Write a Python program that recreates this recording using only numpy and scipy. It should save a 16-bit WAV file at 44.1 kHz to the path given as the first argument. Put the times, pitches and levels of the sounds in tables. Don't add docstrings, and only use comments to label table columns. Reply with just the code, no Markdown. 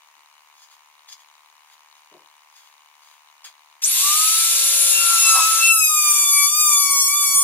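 import sys
import numpy as np
from scipy import signal
from scipy.fft import rfft, irfft, next_fast_len
from scipy.io import wavfile
from scipy.ndimage import uniform_filter1d

SR = 44100
rng = np.random.default_rng(int(sys.argv[2]) if len(sys.argv) > 2 else 0)


def to_wav(s):
    ch = np.atleast_2d(s).T
    pcm = np.round(np.clip(ch, -1, 1) * 32767)
    wavfile.write(sys.argv[1], SR, pcm.astype(np.int16))


def volts(x):
    e = np.asarray(x, float) / 20
    return 10 ** e


N = 327663
T = np.arange(N) / SR
PAD = next_fast_len(N + SR)
HZ = np.fft.rfftfreq(PAD, 1 / SR) + 1e-3
SWITCH_S = 3.817

# time in seconds, speed in Hz.
SPEED = [(5.029, 1375), (5.149, 1357), (5.424, 1299), (5.679, 1343), (5.76, 1313), (5.899, 1242),
         (6.02, 1209), (6.302, 1157), (6.451, 1144), (6.5, 1178), (6.56, 1212), (6.61, 1225), (6.77, 1156),
         (6.902, 1126), (7.051, 1107), (7.17, 1171), (7.262, 1135), (7.43, 1120)]


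def through(x, gain):
    return irfft(rfft(x, PAD) * gain, PAD)[..., :N]


def level(x, db=0):
    return x * volts(db) / np.sqrt(np.mean(x ** 2))


def noise(spectrum):
    f, db = np.transpose(spectrum)
    colour_db = np.interp(np.log(HZ), np.log(f), db)
    return level(through(rng.standard_normal(N), volts(colour_db)))


def walk(rate):
    k = max(int(SR / rate), 2)
    return level(uniform_filter1d(uniform_filter1d(rng.standard_normal(N), k), k))


def ring(x, modes):
    gain = 0
    for k, (f, width, db) in enumerate(modes):
        gain = gain + (-1) ** k * volts(db) / (1 + 1j * (HZ - f ** 2 / HZ) / width)
    return through(x, gain)


def thin(x):
    return through(x, 1 / (1 + (480 / HZ) ** 6))


def curves(table, rest_db=-120):
    s, *columns = np.transpose(table)
    return [np.interp(T, s, c, rest_db, c[-1] if s[-1] > 7 else rest_db) for c in columns]


def decays(events):
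    return sum(volts(db) * (T > s) * np.exp(-np.maximum(T - s, 0) / length) for s, db, length in events)


def swell(s, width):
    return np.exp(-.5 * ((T - s) / width) ** 2)


def bumps(events):
    return sum(volts(db) * swell(s, width) for s, db, width in events)


def step(s, width):
    return .5 + .5 * np.tanh((T - s) / width)


def heard(x, wet_db, t60, pan_db):
    right_lag_s = 4 / SR
    t = T[:SR // 2]
    tails = rng.standard_normal((3, len(t))) * np.exp(-np.log(1000) * t / t60) * (t > .002)
    tails = rfft(tails / np.sqrt(np.sum(tails[0] ** 2)), PAD)
    apart = 1 / (1 + (1900 / HZ) ** 8)
    common = 0.53 * np.sqrt(1 - apart) * tails[0]
    room = volts(wet_db) * (common + np.sqrt(apart + 0.15) * tails[1:])
    direct = np.exp(-2j * np.pi * HZ * apart * np.array([[0], [right_lag_s]]))
    return through(x, direct + room) * volts(np.reshape([pan_db, -pan_db], (2, -1)) / 2)


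def room_hush():
    # frequency in Hz, level in dB per Hz.
    hush_colour = [(18, -64), (30, -60), (569, -22.5), (780, -12.5), (1040, -8), (1390, -12), (2350, -7),
                   (3310, -14.5), (3980, -17), (5450, -18.5), (6550, -15), (7470, -21.5), (16000, -21.5)]
    own = np.array([noise(hush_colour), noise(hush_colour)])
    common = 0.53 * ring(noise(hush_colour), [(770, 380, 0)])
    return level(own + common, -57.5) * volts(0.11 * walk(6))


def ticker():
    # frequency in Hz, width in Hz, level in dB.
    casing = [(1006, 354, -0.5), (2240, 260, -7.5), (2944, 66, -1), (3880, 630, -5.5), (6700, 580, -9),
              (9200, 590, -14.5), (15400, 500, -26)]
    start_s, rate_hz, rattle_s = .0064, 75.0, .0009
    at = (np.arange(start_s, N / SR, 1 / rate_hz) * SR).astype(int)
    steps = np.zeros(N)
    steps[at] = (-1) ** np.arange(len(at)) * volts(1.2 * rng.standard_normal(len(at)))
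    rattle = signal.lfilter([1], [1, -np.exp(-1 / (rattle_s * SR))], abs(steps))
    rattle = rattle * np.sign(rng.standard_normal(N))
    knock = ring(ring(steps, casing[:1]), casing[:1])
    knock = knock + 0.33 * ring(steps, casing[1:3]) + 0.12 * ring(rattle, casing[1:])
    return level(thin(knock), -58.5)


def board():
    # start in seconds, level in dB, decay in seconds.
    nudges = [
        (.17, -70, 0.023),
        (2.115, -54, 0.03),
        (2.141, -52, 0.022),
        (2.196, -67, 0.035),
    ]
    # frequency in Hz, width in Hz, level in dB.
    board_modes = [(151, 24, -6), (367, 50, 6), (635, 84, 1.5), (950, 120, -1)]
    push = uniform_filter1d(decays(nudges), int(0.0091 * SR)) * rng.standard_normal(N)
    return volts(17) * through(ring(push, board_modes), 1 / (1 + (90 / HZ) ** 4))


def pencil():
    # peak in seconds, level in dB, rise and fall in seconds, scrape in dB.
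    strokes = [(.634, -52.5, 0.13, 0.05, -9), (.72, -55.5, 0.054, 0.062, -3),
               (1.089, -47.5, .02, 0.043, -9), (1.122, -46, 0.021, 0.025, -7), (1.2, -58, 0.06, .06, -3),
               (1.74, -62, 0.15, 0.039, 1), (1.976, -60, .06, 0.055, -5), (2.562, -55.5, 0.078, 0.13, -6),
               (2.65, -63, 0.11, 0.16, -1), (3.048, -59.5, .09, 0.11, -2), (3.126, -62, .08, 0.11, 0),
               (3.447, -46.5, 0.0067, 0.094, -1.5)]
    # start in seconds, level in dB, decay in seconds.
    taps = [
        (1.117, -47, .012),
        (1.126, -51, .01),
        (3.438, -52, .002),
        (3.4425, -41, .003),
    ]
    # frequency in Hz, width in Hz, level in dB.
    pencil_modes = [(3310, 320, -1), (5000, 350, 5.5), (6620, 320, 4)]
    hiss_db, hiss_power = -50.5, 0.32
    bright = [(11400, 37000, 0)]
    catches = rng.random(N) < .2
    grit = rng.standard_normal(N) * volts(3.5 * np.minimum(rng.exponential(size=N), 4) * catches)
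    wood = level(ring(grit, pencil_modes)) + volts(-17.5) * level(ring(grit, [(4340, 5900, 0)]))
    scrape = level(ring(grit, [(2120, 2000, 0)]))
    hiss = level(ring(ring(grit, bright), bright))
    out = decays(taps) * (wood + .3 * hiss)
    for s, db, rise, fall, scrape_db in strokes:
        press = volts(db) * np.interp(T, [s - rise, s, s + fall], [0, 1, 0]) ** 2
        out = out + press * (wood + volts(scrape_db) * scrape)
        out = out + volts(hiss_db) * press ** hiss_power * hiss
    return thin(out * volts(2.0 * walk(150)))


def base_seated():
    return step(5.7, 0.026)


def shaft_speed():
    # shortfall in Hz, time constant in seconds.
    spin_up = [(700, .03), (614, .24)]
    run = np.maximum(T - SWITCH_S, 0)
    hz = np.interp(T, *np.transpose(SPEED))
    hz = hz - sum(short * np.exp(-run / tau) for short, tau in spin_up)
    return uniform_filter1d(hz, int(0.011 * SR))


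def feed():
    # time in seconds, cutter in dB, shaft tone in dB, chatter from 0 to 1.
    feed_rows = [(4.931, -25, -48, 0.9), (4.99, -32, -35, 0.5), (5.15, -26, -23, 0.8),
                 (5.3, -20.5, -22.5, 0.3), (5.44, -24.5, -25, .1), (5.56, -29, -28.5, 0.12),
                 (5.72, -18, -30.5, 0.25), (5.9, -20.5, -25, 1), (6.04, -18.5, -27.5, 0.78),
                 (6.248, -21.5, -34, 0.99), (6.45, -18, -23, 0.32), (6.5, -22.5, -34, 0.08),
                 (6.6, -15, -28, 0.33), (6.77, -19.5, -28, 0.7), (6.9, -22, -25, 0.73),
                 (7.03, -18, -31, 0.4), (7.101, -23, -30, 0.88), (7.43, -18.5, -22.5, 0.37)]
    s, *columns = np.transpose(feed_rows)
    cut_db, shaft_db, chatter = (np.interp(T, s, c) for c in columns)
    cut_db = cut_db - 38 * np.maximum(s[0] - T, 0)
    return s[0], cut_db, shaft_db, chatter


def tone(hz, order, rough, fade_db, lag=0):
    turn = 2 * np.pi * np.cumsum(hz) / SR
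    size = np.sqrt(2) * (1 + rough * (walk(620) + 1j * walk(450))) * volts(fade_db * walk(7.7))
    phase = order * (turn + lag) + rng.uniform(0, 2 * np.pi)
    return np.imag(size * np.exp(1j * phase)) * (order * hz < .45 * SR)


def shaft_whirl(hz, contact_s, cut_shaft_db):
    # shaft speed in Hz, level in dB.
    whirl = [(450, -69), (900, -57), (1110, -42), (1140, -26.5), (1300, -32.5), (1365, -43.5)]
    # centre in seconds, depth in dB, width in seconds.
    skips = [
        (5.231, 15.5, 0.035),
        (5.662, 9, 0.018),
        (5.858, 25, 0.02),
        (6.02, 12, 0.015),
        (7.41, 3, 0.016),
    ]
    free_db = np.interp(hz, *np.transpose(whirl))
    skip_db = sum(db * swell(s, width) for s, db, width in skips)
    gain = volts(np.where(T < contact_s, free_db, cut_shaft_db - skip_db))
    return gain * tone(hz, order=1, rough=0.033, fade_db=1.8)


def fan_blades(hz):
    # blade rate in Hz, level in dB.
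    shroud = [(3600, -58), (6800, -41), (8700, -47), (9400, -34), (10400, -26), (11000, -25)]
    # frequency in Hz, width in Hz, level in dB.
    slot_hz, slot_width_hz, slot_db = (8960, 290, -23.5)
    blade_hz = 8 * hz
    gain = volts(np.interp(blade_hz, *np.transpose(shroud)) - 3.5 * step(5.36, 0.029))
    gain += base_seated() * volts(slot_db) / (1 + ((blade_hz - slot_hz) / slot_width_hz) ** 2)
    return gain * tone(hz, order=8, rough=0.046, fade_db=-2.0)


def commutator(hz):
    shortfall = np.maximum(1 - hz / SPEED[0][1], .004)
    bars = volts(-14.5 - 5.5 * base_seated()) * shortfall ** 1.58 * step(3.836, 0.001)
    sparks = .045 * walk(400)
    bar_tone = bars * volts(1.5) * tone(hz, order=12, rough=0.89, fade_db=-3.5, lag=sparks)
    octave = bars * volts(-8) * tone(hz, order=24, rough=.5, fade_db=1, lag=sparks) * (hz < 520)
    return bar_tone, octave


def cooling_air():
    # frequency in Hz, level in dB per Hz.
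    air_colour = [(180, -97), (300, -52), (528, -26.5), (1120, -10.5), (1230, -12), (1320, -10.5),
                  (1930, -10), (2650, -1), (3130, -1.5), (3580, 1), (5340, 1), (6850, 5), (12500, -1),
                  (15200, -6), (16000, -45)]
    # centre in seconds, level in dB, width in seconds.
    leaks = [
        (6.13, -35.5, 0.098),
        (6.35, -42, 0.2),
        (6.75, -48, 0.07),
        (7.21, -44, 0.036),
    ]
    # frequency in Hz, width in Hz.
    dark_bands = [(2000, 300), (4050, 450), (5100, 400)]
    seated, run = base_seated(), np.maximum(T - SWITCH_S, 0)
    slow = np.exp(-(run / 0.11) ** 2)
    leak = bumps(leaks)
    vent = volts(-19.5 - 9.5 * slow - 2 * run - 15 * seated) + leak
    rush = volts(-42.5 - 8.5 * slow - 17 * seated) * volts(3.6 * seated * walk(16)) + volts(-16) * leak
    treble = 1 / (1 + (2300 / HZ) ** 12)
    air = noise(air_colour)
    air = through(air, treble) * vent + level(through(air, 1 - treble)) * rush
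    notches = np.prod([1 - .9 * np.exp(-((HZ - f) / width) ** 2) for f, width in dark_bands], axis=0)
    return air + seated * (through(air, notches) - air)


def base_rub():
    # centre in seconds, level in dB, width in seconds.
    rubs = [(4.0, -40.5, 0.027), (5.05, -45, 0.084), (5.2, -39, 0.057), (5.38, -29, 0.07),
            (5.7, -46, 0.085), (6.08, -43, 0.026), (6.22, -39, 0.09), (6.76, -36.5, 0.028),
            (7.25, -50, 0.048)]
    drag = level(ring(rng.standard_normal(N), [(780, 300, -9.0), (1130, 85, 5.5)]))
    return drag * (volts(-62.5) + bumps(rubs)) * volts(-6.0 + 3.6 * walk(30))


def bearing_cage(hz):
    # time in seconds, level in dB.
    cage = [(4.44, -93), (4.52, -51), (5.2, -48.5), (5.4, -49.5), (5.65, -48), (5.9, -82.5), (6.7, -70),
            (6.8, -98)]
    return volts(curves(cage)[0]) * tone(hz, order=.4, rough=0.024, fade_db=3.5)


def cutter(hz, cut_db, chatter):
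    # multiple of the shaft, level in dB.
    cut_orders = [(1, -2), (2, -11), (3, -12), (4, -7), (5, -4), (6, 2.5), (7, 1), (8, -5), (9, -6.5),
                  (10, -8.5), (11, -5), (12, -9), (13, -5)]
    # frequency in Hz, width in Hz, level in dB.
    housing = [(3492, 13, 2.5), (5200, 24, -23), (6500, 73, -34), (7050, 310, 8.5), (7650, 340, -9),
               (9615, 370, 6.5), (10040, 19, -50), (10057, 430, 7.5), (10500, 17, -54), (11490, 12.6, 23),
               (11700, 960, 9), (12400, 260, 14.5)]
    # centre in seconds, level in dB, width in seconds.
    flutes = [(4.99, -22.5, 0.039), (5.25, -30, 0.096), (5.43, -24, 0.022), (5.67, -16.5, 0.036),
              (5.84, -33, .04), (6.0, -32, 0.062), (6.2, -32.5, 0.064), (6.38, -27.5, 0.038),
              (6.62, -29, 0.066), (6.72, -30.5, 0.022), (7.0, -33.5, 0.091), (7.3, -35, 0.044)]
    seated = base_seated()
    dull_db = 8.5 + (2.2 - 8.5) * seated
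    lift_db = 11 + (5.5 - 11) * seated
    slip = .012 * walk(250) + .06 * walk(45)
    edge = .008 * chatter
    both = (volts(-44.5) + bumps(flutes)) * volts(np.minimum(cut_db + 44.0, 0))
    both = both * tone(hz, order=2, rough=0.064, fade_db=3.17, lag=slip)
    blows = 0
    for k, db in cut_orders[2:]:
        gain = volts(db - dull_db * max(k - 8, 0) + lift_db * (k < 6))
        blows = blows + gain * tone(hz, k, chatter * k / 10, 1.27, slip + edge * k * walk(190))
    blows = level(blows + volts(1) * ring(blows, housing))
    return both + volts(cut_db + 2.0) * blows


def router():
    on = np.clip((T - SWITCH_S) / 0.0064, 0, 1)
    hz = shaft_speed()
    contact_s, cut_db, cut_shaft_db, chatter = feed()
    bar_tone, octave = commutator(hz)
    shaft = shaft_whirl(hz, contact_s, cut_shaft_db) + fan_blades(hz) + bar_tone
    shaft = shaft + bearing_cage(hz) + cutter(hz, cut_db, chatter)
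    return on * shaft, on * (octave + cooling_air() + base_rub())


def rumble():
    # frequency in Hz, level in dB per Hz.
    rumble_colour = [(12, -29), (20, -6), (60, 0.5), (134, -15), (258, 2), (340, -10), (400, -5), (520, -1),
                     (880, -120)]
    # centre in seconds, level in dB, width in seconds.
    jolts = [(4.0, -84, .03), (4.3, -76, 0.047), (4.62, -81.5, 0.073), (4.85, -61.5, 0.023),
             (5.1, -73, .06), (5.33, -65, 0.056), (5.6, -67, 0.098), (6.0, -93, 0.072), (6.38, -72, .08),
             (6.86, -64, 0.086), (7.05, -76, 0.11), (7.23, -62, .04), (7.4, -59, .05)]
    shared = noise(rumble_colour)
    shake = volts(-83.5) * (T > SWITCH_S) + bumps(jolts)
    sides = np.array([noise(rumble_colour) + 1.06 * shared for _ in range(2)])
    return sides * shake * volts(-6.5 + 2.7 * walk(29))


def scene():
    # time in seconds, left minus right in dB.
    router_pan = [(0, -3), (5.2, 3), (6.2, 2), (6.7, 2.8), (7.43, 0.5)]
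    shaft, rest = router()
    pan_db = curves(router_pan)[0]
    out = heard(shaft, -2.5, 0.16, pan_db) + heard(rest, 0.78, 0.15, pan_db)
    out = thin(np.tanh(.7 * out) / .7)
    out += heard(pencil() + board(), -0.53, 0.11, 2.4)
    out += heard(ticker(), -24.5, 0.42, 7.9)
    return out + room_hush() + rumble()


def roll_off(x):
    return signal.sosfilt(signal.butter(12, 16370, fs=SR, output="sos"), x)


def record(dry):
    top_hz = 15850
    mix = through(dry, 1 / (1 + (HZ / top_hz) ** 200))
    return roll_off(mix)


dry = scene()
out = record(dry)
to_wav(out)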